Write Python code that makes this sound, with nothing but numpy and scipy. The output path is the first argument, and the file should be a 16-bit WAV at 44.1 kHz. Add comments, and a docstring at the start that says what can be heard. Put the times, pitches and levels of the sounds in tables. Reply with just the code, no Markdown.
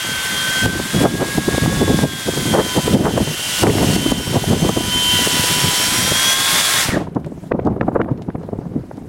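"""A corded electric chainsaw runs in a block of ice on a paved forecourt while the microphone walks up to it.
From the start, rasping noise pulses with the chain links, under sine lines of the motor, fan and chain.
Throughout, gusty wind rumbles, knocks and pops as shaped noise on the single microphone, over faint air;
the loudest buffets push the limiter, which ducks the whole sound and then creeps back.
Near 7 s the trigger is released and the saw brakes to a stop, leaving filtered-noise ticks and scrapes."""
import sys
import numpy as np
from scipy import signal
from scipy.io import wavfile
from scipy.ndimage import uniform_filter1d, minimum_filter1d

SR = 44100
rng = np.random.default_rng(int(sys.argv[2]) if len(sys.argv) > 2 else 0)


def materialize(psi):
    """Save the field psi as 16-bit PCM at rate SR to the path in sys.argv[1].

    A 1-D psi becomes a single channel; in a 2-D psi each row is a channel.
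    """
    bounded = np.clip(np.atleast_2d(psi).T, -1, 1)
    quanta = np.round(bounded * 32767).astype(np.int16)
    wavfile.write(sys.argv[1], SR, quanta)


N = 400428
TIME = np.arange(N) / SR   # seconds


def from_db(db):
    """Decibels to gain."""
    return 10 ** (np.asarray(db) / 20)


def rms_one(x):
    """Scale to unit power."""
    return x / np.sqrt(np.mean(x ** 2) + 1e-20)


def in_time(rows):
    """Draw each column of an automation curve out to every sample."""
    s, *columns = np.transpose(rows)
    return [np.interp(TIME, s, column) for column in columns]


def cut(x, hz, kind, order=2):
    """Butterworth filter."""
    edges_hz = np.clip(hz, 10, .45 * SR)
    return signal.sosfilt(signal.butter(order, edges_hz, kind, fs=SR, output="sos"), x)


def drift(rate_hz):
    """Smooth random wander of spread 1; a higher rate moves faster."""
    step = 40   # samples between drawn points
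    pole = np.exp(-2 * np.pi * rate_hz * step / SR)
    warm_up = 2000
    white = rng.standard_normal(N // step + 2 + warm_up)
    slow = signal.lfilter([1], [1, -2 * pole, pole * pole], white)[warm_up:]
    return np.interp(np.arange(N) / step, np.arange(len(slow)), rms_one(slow))


def banded_noise(spectrum, patchy_db):
    """Noise in bands of .4 octave, each flickering on its own; rms 1."""
    edges = 20 * 2 ** np.arange(0, 10.1, .4)
    hz, db = np.transpose(spectrum)
    white = rng.standard_normal((2, N))   # neighbouring bands take turns with two sources
    out = 0
    for k, (low, high) in enumerate(zip(edges, edges[1:])):
        level_db = np.interp(np.log(low * high) / 2, np.log(hz), db)
        flicker = from_db(level_db + patchy_db * drift(22.0))
        out = out + flicker * cut(white[k % 2], [low, high], "band")
    return rms_one(out)


def puff():
    """White noise for one short event."""
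    return rng.standard_normal(SR // 6)


def burst(s, peak_db, colour, rise, fall, squareness):
    """A short swell of the given noise, crest at time s; a squarer one starts and stops more abruptly."""
    lag = (np.arange(len(colour)) - len(colour) // 2) / SR
    # line the envelope up with the strongest sample near the middle
    crest = np.argmax(abs(colour) * (abs(lag) < .004))
    lag = lag - lag[crest]
    swell = colour * np.exp(-np.maximum(-lag / rise, lag / fall) ** squareness)
    scaled = from_db(peak_db) * swell / abs(swell).max()
    return np.interp(TIME, s + lag, scaled, left=0, right=0)


def gate(start, length, attack, release):
    """Quick rise that is full at start, hold, dying tail."""
    opening = np.clip((TIME - start) / attack + 1, 0, 1)
    return opening * np.exp(-np.clip((TIME - start - length) / release, 0, 20))


# colour of the background air: pitch_hz, relative level_db [dB per Hz]
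AIR_SPECTRUM = [(60, 8), (300, -12.5), (900, -3.5), (1600, -4.5), (3000, -16), (5000, -18.5), (9000, -24),
                (12000, -17), (15500, -42.5)]


def background_air():
    """A faint bed of noise whose bands flicker independently."""
    return from_db(-53) * banded_noise(AIR_SPECTRUM, patchy_db=2.3)


# gusts on the microphone: start_s (full strength), hold length_s, rumble level_db
GUSTS = [(0.626, 0.15, -18), (0.944, .28, -18), (1.362, 0.18, -18.5), (1.621, 0.43, -16),
         (2.273, 0.39, -21), (2.855, .36, -10), (3.632, 0.54, -9.5), (4.237, 0.56, -12.5),
         (4.853, .58, -23.5), (5.504, 0.17, -25), (5.973, 0.17, -24.5), (6.897, 0.3, -27),
         (7.524, 0.58, -20), (8.27, 0.54, -28.5)]
GUST_ATTACK_S, GUST_RELEASE_S = 0.029, 0.089
BREEZE_DB = -31.5   # floor between the gusts


def wind_force():
    """The strongest of breeze and gusts at each moment sets the wind's gain."""
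    force = np.full(N, from_db(BREEZE_DB))
    for start, length, db in GUSTS:
        force = np.maximum(force, from_db(db) * gate(start, length, GUST_ATTACK_S, GUST_RELEASE_S))
    return force


# colour of the wind rumble: pitch_hz, relative level_db [dB per Hz]
RUMBLE_SPECTRUM = [(20, -30.5), (50, -10.5), (90, -1), (150, 1.5), (260, -1.5), (450, -11.5), (800, -20),
                   (1500, -45), (4000, -63.5)]


def wind_rumble(force):
    """The wind drives a low, lumpy noise on the microphone."""
    lumpy = banded_noise(RUMBLE_SPECTRUM, patchy_db=3.0) * from_db(3.24 * drift(25))
    return force * rms_one(lumpy)


def eddy(s, db, hz, length):
    """One eddy hits the port: a dull knock, higher when it is fast."""
    colour = cut(cut(puff(), hz, "low"), .36 * hz, "high")
    colour = cut(colour, 3.1 * hz, "low", order=4)
    return burst(s, db, colour, rise=length, fall=length, squareness=1.41)


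# small eddies: height over the wind force, its spread, middle pitch and length of rise and fall
EDDIES_PER_S, EDDY_DB, EDDY_SPREAD_DB, EDDY_HZ, EDDY_S = 14, 8.5, 3, 421.5, 0.0047


def small_eddies(force):
    """Little knocks ride on the wind, one at a random moment in each slot; quick ones are higher and shorter."""
    out = np.zeros(N)
    for slot in np.arange(0, N / SR, 1 / EDDIES_PER_S):
        s = slot + rng.random() / EDDIES_PER_S
        size, pace = rng.standard_normal(2)
        quick = 2 ** (0.32 * pace)
        knock = eddy(s, EDDY_DB + EDDY_SPREAD_DB * size, EDDY_HZ * quick, EDDY_S / quick)
        out += np.interp(s, TIME, force) * knock
    return out


# hard buffets: crest_s, peak level_db, eddy pitch_hz, rise and fall length_s
BUFFETS = [(0.663, -2.5, 414, 0.0057), (1.055, 3, 495, 0.014), (1.222, -4, 590, 0.02),
           (1.384, 0.5, 333, 0.0046), (1.487, -3, 420, 0.0044), (1.582, -0.5, 420, 0.0037),
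           (1.662, 1, 480, 0.0021), (1.821, 0.5, 320, 0.011), (1.904, -1, 292, 0.02), (2.041, 3, 357, .01),
           (2.29, -3, 447, 0.0082), (2.553, 3.5, 580, 0.013), (2.59, 0.5, 540, 0.018),
           (2.78, 0, 366, 0.016), (2.956, 8.5, 298, 0.016), (3.007, 6.5, 312, 0.018),
           (3.069, 6.5, 600, 0.024), (3.178, 5.5, 632, 0.0076), (3.217, 4, 266, 0.013),
           (3.642, 6.5, 626, 0.0062), (3.673, 5, 406, 0.03), (3.824, -0.5, 416, 0.049),
           (4.362, 3.5, 425, 0.023), (4.534, 5.5, 380, 0.018), (4.649, 0, 376, 0.019),
           (4.696, 5, 442, 0.008), (4.774, 3.5, 375, 0.0075), (4.96, -8, 200, .015),
           (5.274, -4.5, 379.6, .003), (5.648, -7.5, 250, .012), (6.122, -4.5, 308, 0.0059),
           (6.892, -8, 249.4, .005), (6.938, -9, 350, 0.014), (6.973, -5, 438, 0.01),
           (7.013, -12, 500, 0.02), (7.168, -5.5, 384, 0.01), (7.52, 1, 463, .005), (7.547, -4, 364, 0.013),
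           (7.675, 0.5, 373, 0.013), (7.766, -7, 420, 0.0038), (7.816, -2, 413, 0.0053),
           (7.887, 0.5, 453, 0.0063), (7.962, 3, 520, 0.0074), (8.003, 0, 510, .0078),
           (8.09, -11, 490, .009), (8.289, -11, 380, .005), (8.355, -11, 360, 0.0063),
           (8.49, -12, 497, 0.0012), (8.533, -9.5, 326, 0.005), (8.59, -9.5, 320, 0.0027),
           (8.764, -7.5, 260, 0.0079)]


def hard_buffets():
    """Strong eddies knock on the microphone as swells of dull noise."""
    return sum(eddy(*buffet) for buffet in BUFFETS)


# sharp pops of air at the port: crest_s, peak level_db
POPS = [(1.055, -9), (2.553, -5), (2.598, -4), (3.056, 3.5), (3.669, 5.5), (3.699, 2.5), (3.784, 0.5),
        (4.692, -16), (7.521, -3.5), (7.598, -15.5), (7.812, -1.5), (8.016, -3), (8.046, -18), (8.089, -24),
        (8.303, -22), (8.357, -27), (8.49, -43)]


def port_pops():
    """Air pops at the port: brighter noise that leaps up and dies quickly."""
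    out = np.zeros(N)
    for s, db in POPS:
        crack = cut(cut(puff(), 1840, "low", order=4), 270, "high")
        out += burst(s, db, crack, rise=0.0012, fall=0.0017, squareness=0.96)
    return out


def wind():
    """Gusts over a breeze drive the rumble and small eddies; hard buffets knock and pops crack on top."""
    force = wind_force()
    return wind_rumble(force) + small_eddies(force) + hard_buffets() + port_pops()


# ticks of the saw and ice chips: crest_s, peak level_db, upper edge_hz
TICKS = [(7.149, -30.5, 5960), (7.2, -41, 11000), (7.246, -25, 2240), (7.263, -31, 10100),
         (7.651, -28, 5970), (7.669, -29, 6000), (8.176, -33, 4000), (8.221, -27.5, 5000),
         (8.432, -37, 4500), (8.971, -37, 7900)]


def ticks():
    """Dry clicks of the saw and ice chips: noise with a sharp onset and a short tail."""
    out = np.zeros(N)
    for s, db, hz in TICKS:
        colour = cut(cut(puff(), 1050, "high"), hz, "low")
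        out += burst(s, db, colour, rise=0.00036, fall=0.0023, squareness=0.53)
    return out


# the saw shifts in the cut, sleeves rub: start_s, length_s, final level_db
RUBS = [(7.276, 0.2, -51), (7.88, 0.075, -51), (8.397, 0.75, -56.5)]
RUB_SWELL_DB, RUB_EDGE_S = 10, 0.022
# colour of the rubbing: pitch_hz, relative level_db [dB per Hz]
SCRAPE_SPECTRUM = [(500, -8), (1500, 5), (3500, -2), (8000, -1.5), (11000, -6.5), (15500, -15)]


def scrapes():
    """Soft rubbing noise; each rub swells to its final level, then stops."""
    rubbing = np.zeros(N)
    for start, length, db in RUBS:
        remaining = np.clip(1 - (TIME - start) / length, 0, 1)
        rubbing += from_db(db - RUB_SWELL_DB * remaining) * gate(start, length, RUB_EDGE_S, RUB_EDGE_S)
    return rubbing * banded_noise(SCRAPE_SPECTRUM, patchy_db=3.0)


def line(turns, multiple, waver_db, blur):
    """One partial; reflections met while walking make its level and phase wander."""
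    level = from_db(waver_db * drift(5.0))
    return rms_one(level * np.sin(2 * np.pi * multiple * turns + blur * drift(4)))


# the guide bar rings in the cut: time_s, level_db relative to the rasp
BAR_RING = [(0, -12.5), (2.2, -24.5), (3.4, -7.5), (4.5, -14), (5.4, -10), (6.8, -41)]
# band of the ringing: low_hz, high_hz
BAR_BAND = [2683, 2980]
# lines that swell when the bar rings: multiple of the motor speed, level_db relative to its ringing
BAR_LINES = [(7.998, -7.5), (8.18, -4)]


def bar(links, turns):
    """The steel bar answers the passing links with a rough, narrow band, and lifts motor lines with it."""
    ring_db, = in_time(BAR_RING)
    knocks = rng.standard_normal(N) * from_db(2.0 * np.cos(2 * np.pi * links))
    ringing = rms_one(cut(knocks, BAR_BAND, "band"))
    lifted = sum(from_db(db) * line(turns, multiple, waver_db=2.5, blur=0.6) for multiple, db in BAR_LINES)
    return from_db(ring_db) * (ringing + lifted)


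# colour of the teeth in the ice: pitch_hz, relative level_db [dB per Hz]
RASP_SPECTRUM = [(150, -6), (450, -5), (700, 0), (950, -1.5), (1300, -1.5), (1800, 3.5), (2400, -1),
                 (3250, 3), (4000, 1), (6500, 0.5), (10000, 0), (12500, -12.5), (15500, -10.5)]


def tooth_rasp(links, body_db):
    """Teeth shave the ice: noise that swells at every link and flutters as the teeth catch."""
    beat = np.cos(2 * np.pi * links) + np.cos(4 * np.pi * links)
    rasp = banded_noise(RASP_SPECTRUM, patchy_db=0.5) * from_db(1.6 * beat + .5 * drift(46.9))
    return rasp + (from_db(body_db) - 1) * cut(rasp, [900, 2200], "band", order=1)


# main tones relative to the rasp, before their trims: time_s, level_db
CHAIN_SECOND = [(0, -15), (1, -11.5), (2, -4), (2.3, -15.5), (2.8, -4), (3.4, -22), (4, -9), (4.5, -13.5),
                (4.85, -5.5), (6.7, -11)]
CHAIN_THIRD = [(0, -3.5), (.7, 6.5), (.92, -5.5), (1.25, 0), (2.2, -3), (3, -14), (4.2, -9.5), (5.9, -16.5),
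               (6.351, -5), (6.8, -14)]
FAN_TONE = [(0, -1), (.62, 0), (.8, -13), (.97, -2.5), (1.4, -11.5), (1.75, -6), (2.25, -7), (2.9, 0),
            (3.7, -9.5), (4.05, 1.5), (4.5, -0.5), (4.75, -4.5), (5.05, 5.5), (5.4, -6.5), (6.05, -4),
            (6.35, 1.5), (6.6, -7.5), (6.78, -4.5)]
# high motor whine relative to the rasp: time_s, 16th multiple level_db, 18th multiple level_db
HIGH_WHINE = [(0, -25, -18), (1.2, -33, -26), (3, -18, -17), (5.1, -16, -13), (5.5, -11.5, -27.5),
              (6.3, -11.5, -32), (6.5, -20, -29)]
# weaker lines: multiple of the link rate, level_db relative to the rasp
CHAIN_LINES = [(1, -28), (4, -18), (5, -26), (7, -29), (8, -28), (9, -22), (10, -27)]
# weaker lines: multiple of the motor speed, level_db relative to the rasp
MOTOR_LINES = [(8.74, -18.5), (9.26, -20), (9.61, -15.5), (10, -17.5)]
FAN_BLADES = 9
COASTING_DB, COASTING_S = -14, .015   # with the power off the fan tone falls away
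# the fan tone flares as it sinks through the ring of the housing
HOUSING_HZ, HOUSING_WIDTH_HZ, HOUSING_DB = 1720, 370, 35


def whine(turns, links, speed, braking):
    """Chain and motor sing as sine lines locked to their rotation, the fan ringing its housing."""
    second_db, = in_time(CHAIN_SECOND)
    third_db, = in_time(CHAIN_THIRD)
    fan_db, = in_time(FAN_TONE)
    fan_db = fan_db + COASTING_DB * np.minimum(braking / COASTING_S, 1)
    off_ring = (FAN_BLADES * speed - HOUSING_HZ) / HOUSING_WIDTH_HZ
    fan_db = fan_db + HOUSING_DB * np.exp(-.5 * off_ring ** 2)
    # the fixed trims are in dB
    out = from_db(second_db - 3.5) * line(links, 2, waver_db=1.0, blur=.09)
    out += from_db(third_db - 2) * line(links, 3, waver_db=1.5, blur=.09)
    out += from_db(fan_db - 1.5) * line(turns, FAN_BLADES, waver_db=2.5, blur=0.23)
    for multiple, db in zip((16, 18), in_time(HIGH_WHINE)):
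        out += from_db(db) * line(turns, multiple, waver_db=4.5, blur=.3)
    for cycles, lines in (links, CHAIN_LINES), (turns, MOTOR_LINES):
        for multiple, db in lines:
            out += from_db(db) * line(cycles, multiple, waver_db=3.5, blur=0.46)
    return out


# motor speed before braking, sagging as the chain bites deeper: time_s, speed [turns per s]
MOTOR_SPEED = [(0, 358), (.35, 356.7), (.8, 359.8), (1.15, 381.3), (1.55, 382.8), (1.77, 387), (2.1, 370.7),
               (2.55, 352), (3.1, 346), (3.8, 342.4), (4.6, 346.6), (5.1, 343), (5.82, 345), (6.43, 375),
               (6.8, 376)]
# saw before its fade, growing as the microphone nears: time_s, level_db, extra body near 1.5 kHz body_db
SAW_LEVEL = [(0, -26.5, 6), (.6, -23.5, 5.5), (1.2, -26.5, 4.5), (1.8, -25.5, 4.5), (2.5, -25.5, 2),
             (3.1, -22, 4), (3.55, -20, -0.5), (3.9, -18.5, 1), (4.5, -20.5, 2), (5, -19, -1),
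             (5.6, -18, 0.5), (6.15, -19, 3), (6.3, -15.5, 2), (6.8, -15.5, 4)]
LINKS_PER_TURN = 1.432
# the trigger is let go: the speed dies away and the saw fades ever faster
RELEASE_S, BRAKE_S = 6.814, 0.21
FADE_20_DB_S, FADE_POWER = 0.1213, 1.33
BRAKING_BELOW = 320   # turns per s; slower than this the slack chain snatches
SLACK_BODY_DB, SLACK_SNATCH = 32.5, .25   # what a fully slack chain adds


def chainsaw():
    """Links strike the sprocket and shave the ice; the motor, geared to them, sings, then brakes."""
    braking = np.maximum(TIME - RELEASE_S, 0)
    speed = in_time(MOTOR_SPEED)[0] * np.exp(-braking / BRAKE_S)
    slack = np.maximum(1 - speed / BRAKING_BELOW, 0)
    level_db, body_db = in_time(SAW_LEVEL)
    level_db = level_db - 20 * np.minimum(braking / FADE_20_DB_S, 10) ** FADE_POWER
    body_db = body_db + SLACK_BODY_DB * slack
    # accumulate the slightly uneven speed into rotation
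    snatch = slack * SLACK_SNATCH * drift(120)
    turns = np.cumsum(speed * (1 + .001 * drift(14.2) + snatch)) / SR
    links = LINKS_PER_TURN * turns
    saw = tooth_rasp(links, body_db) + whine(turns, links, speed, braking) + bar(links, turns)
    return from_db(level_db) * saw


def scene():
    """One microphone, the same in both channels."""
    mono = background_air() + wind() + ticks() + scrapes() + chainsaw()
    return np.array([mono, mono])


def limiter(x, ceiling_db, release_db_per_s):
    """The gain drops at once on a peak above the ceiling and creeps back."""
    over_db = np.maximum(20 * np.log10(abs(x).max(axis=0) + 1e-9) - ceiling_db, 0)
    recovery_db = release_db_per_s * TIME
    held_db = np.maximum.accumulate(over_db + recovery_db) - recovery_db
    # a short window rounds the corners of the gain
    gain_db = uniform_filter1d(minimum_filter1d(-held_db, size=65), size=65)
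    return x * from_db(gain_db)


CUTOFF_HZ = 15900


def record(dry):
    """Limiter, then the top is cut."""
    limited = limiter(dry, ceiling_db=-3, release_db_per_s=20.5)
    return signal.sosfilt(signal.ellip(10, .1, 90, CUTOFF_HZ, fs=SR, output="sos"), limited)


dry = scene()
out = record(dry)
materialize(out)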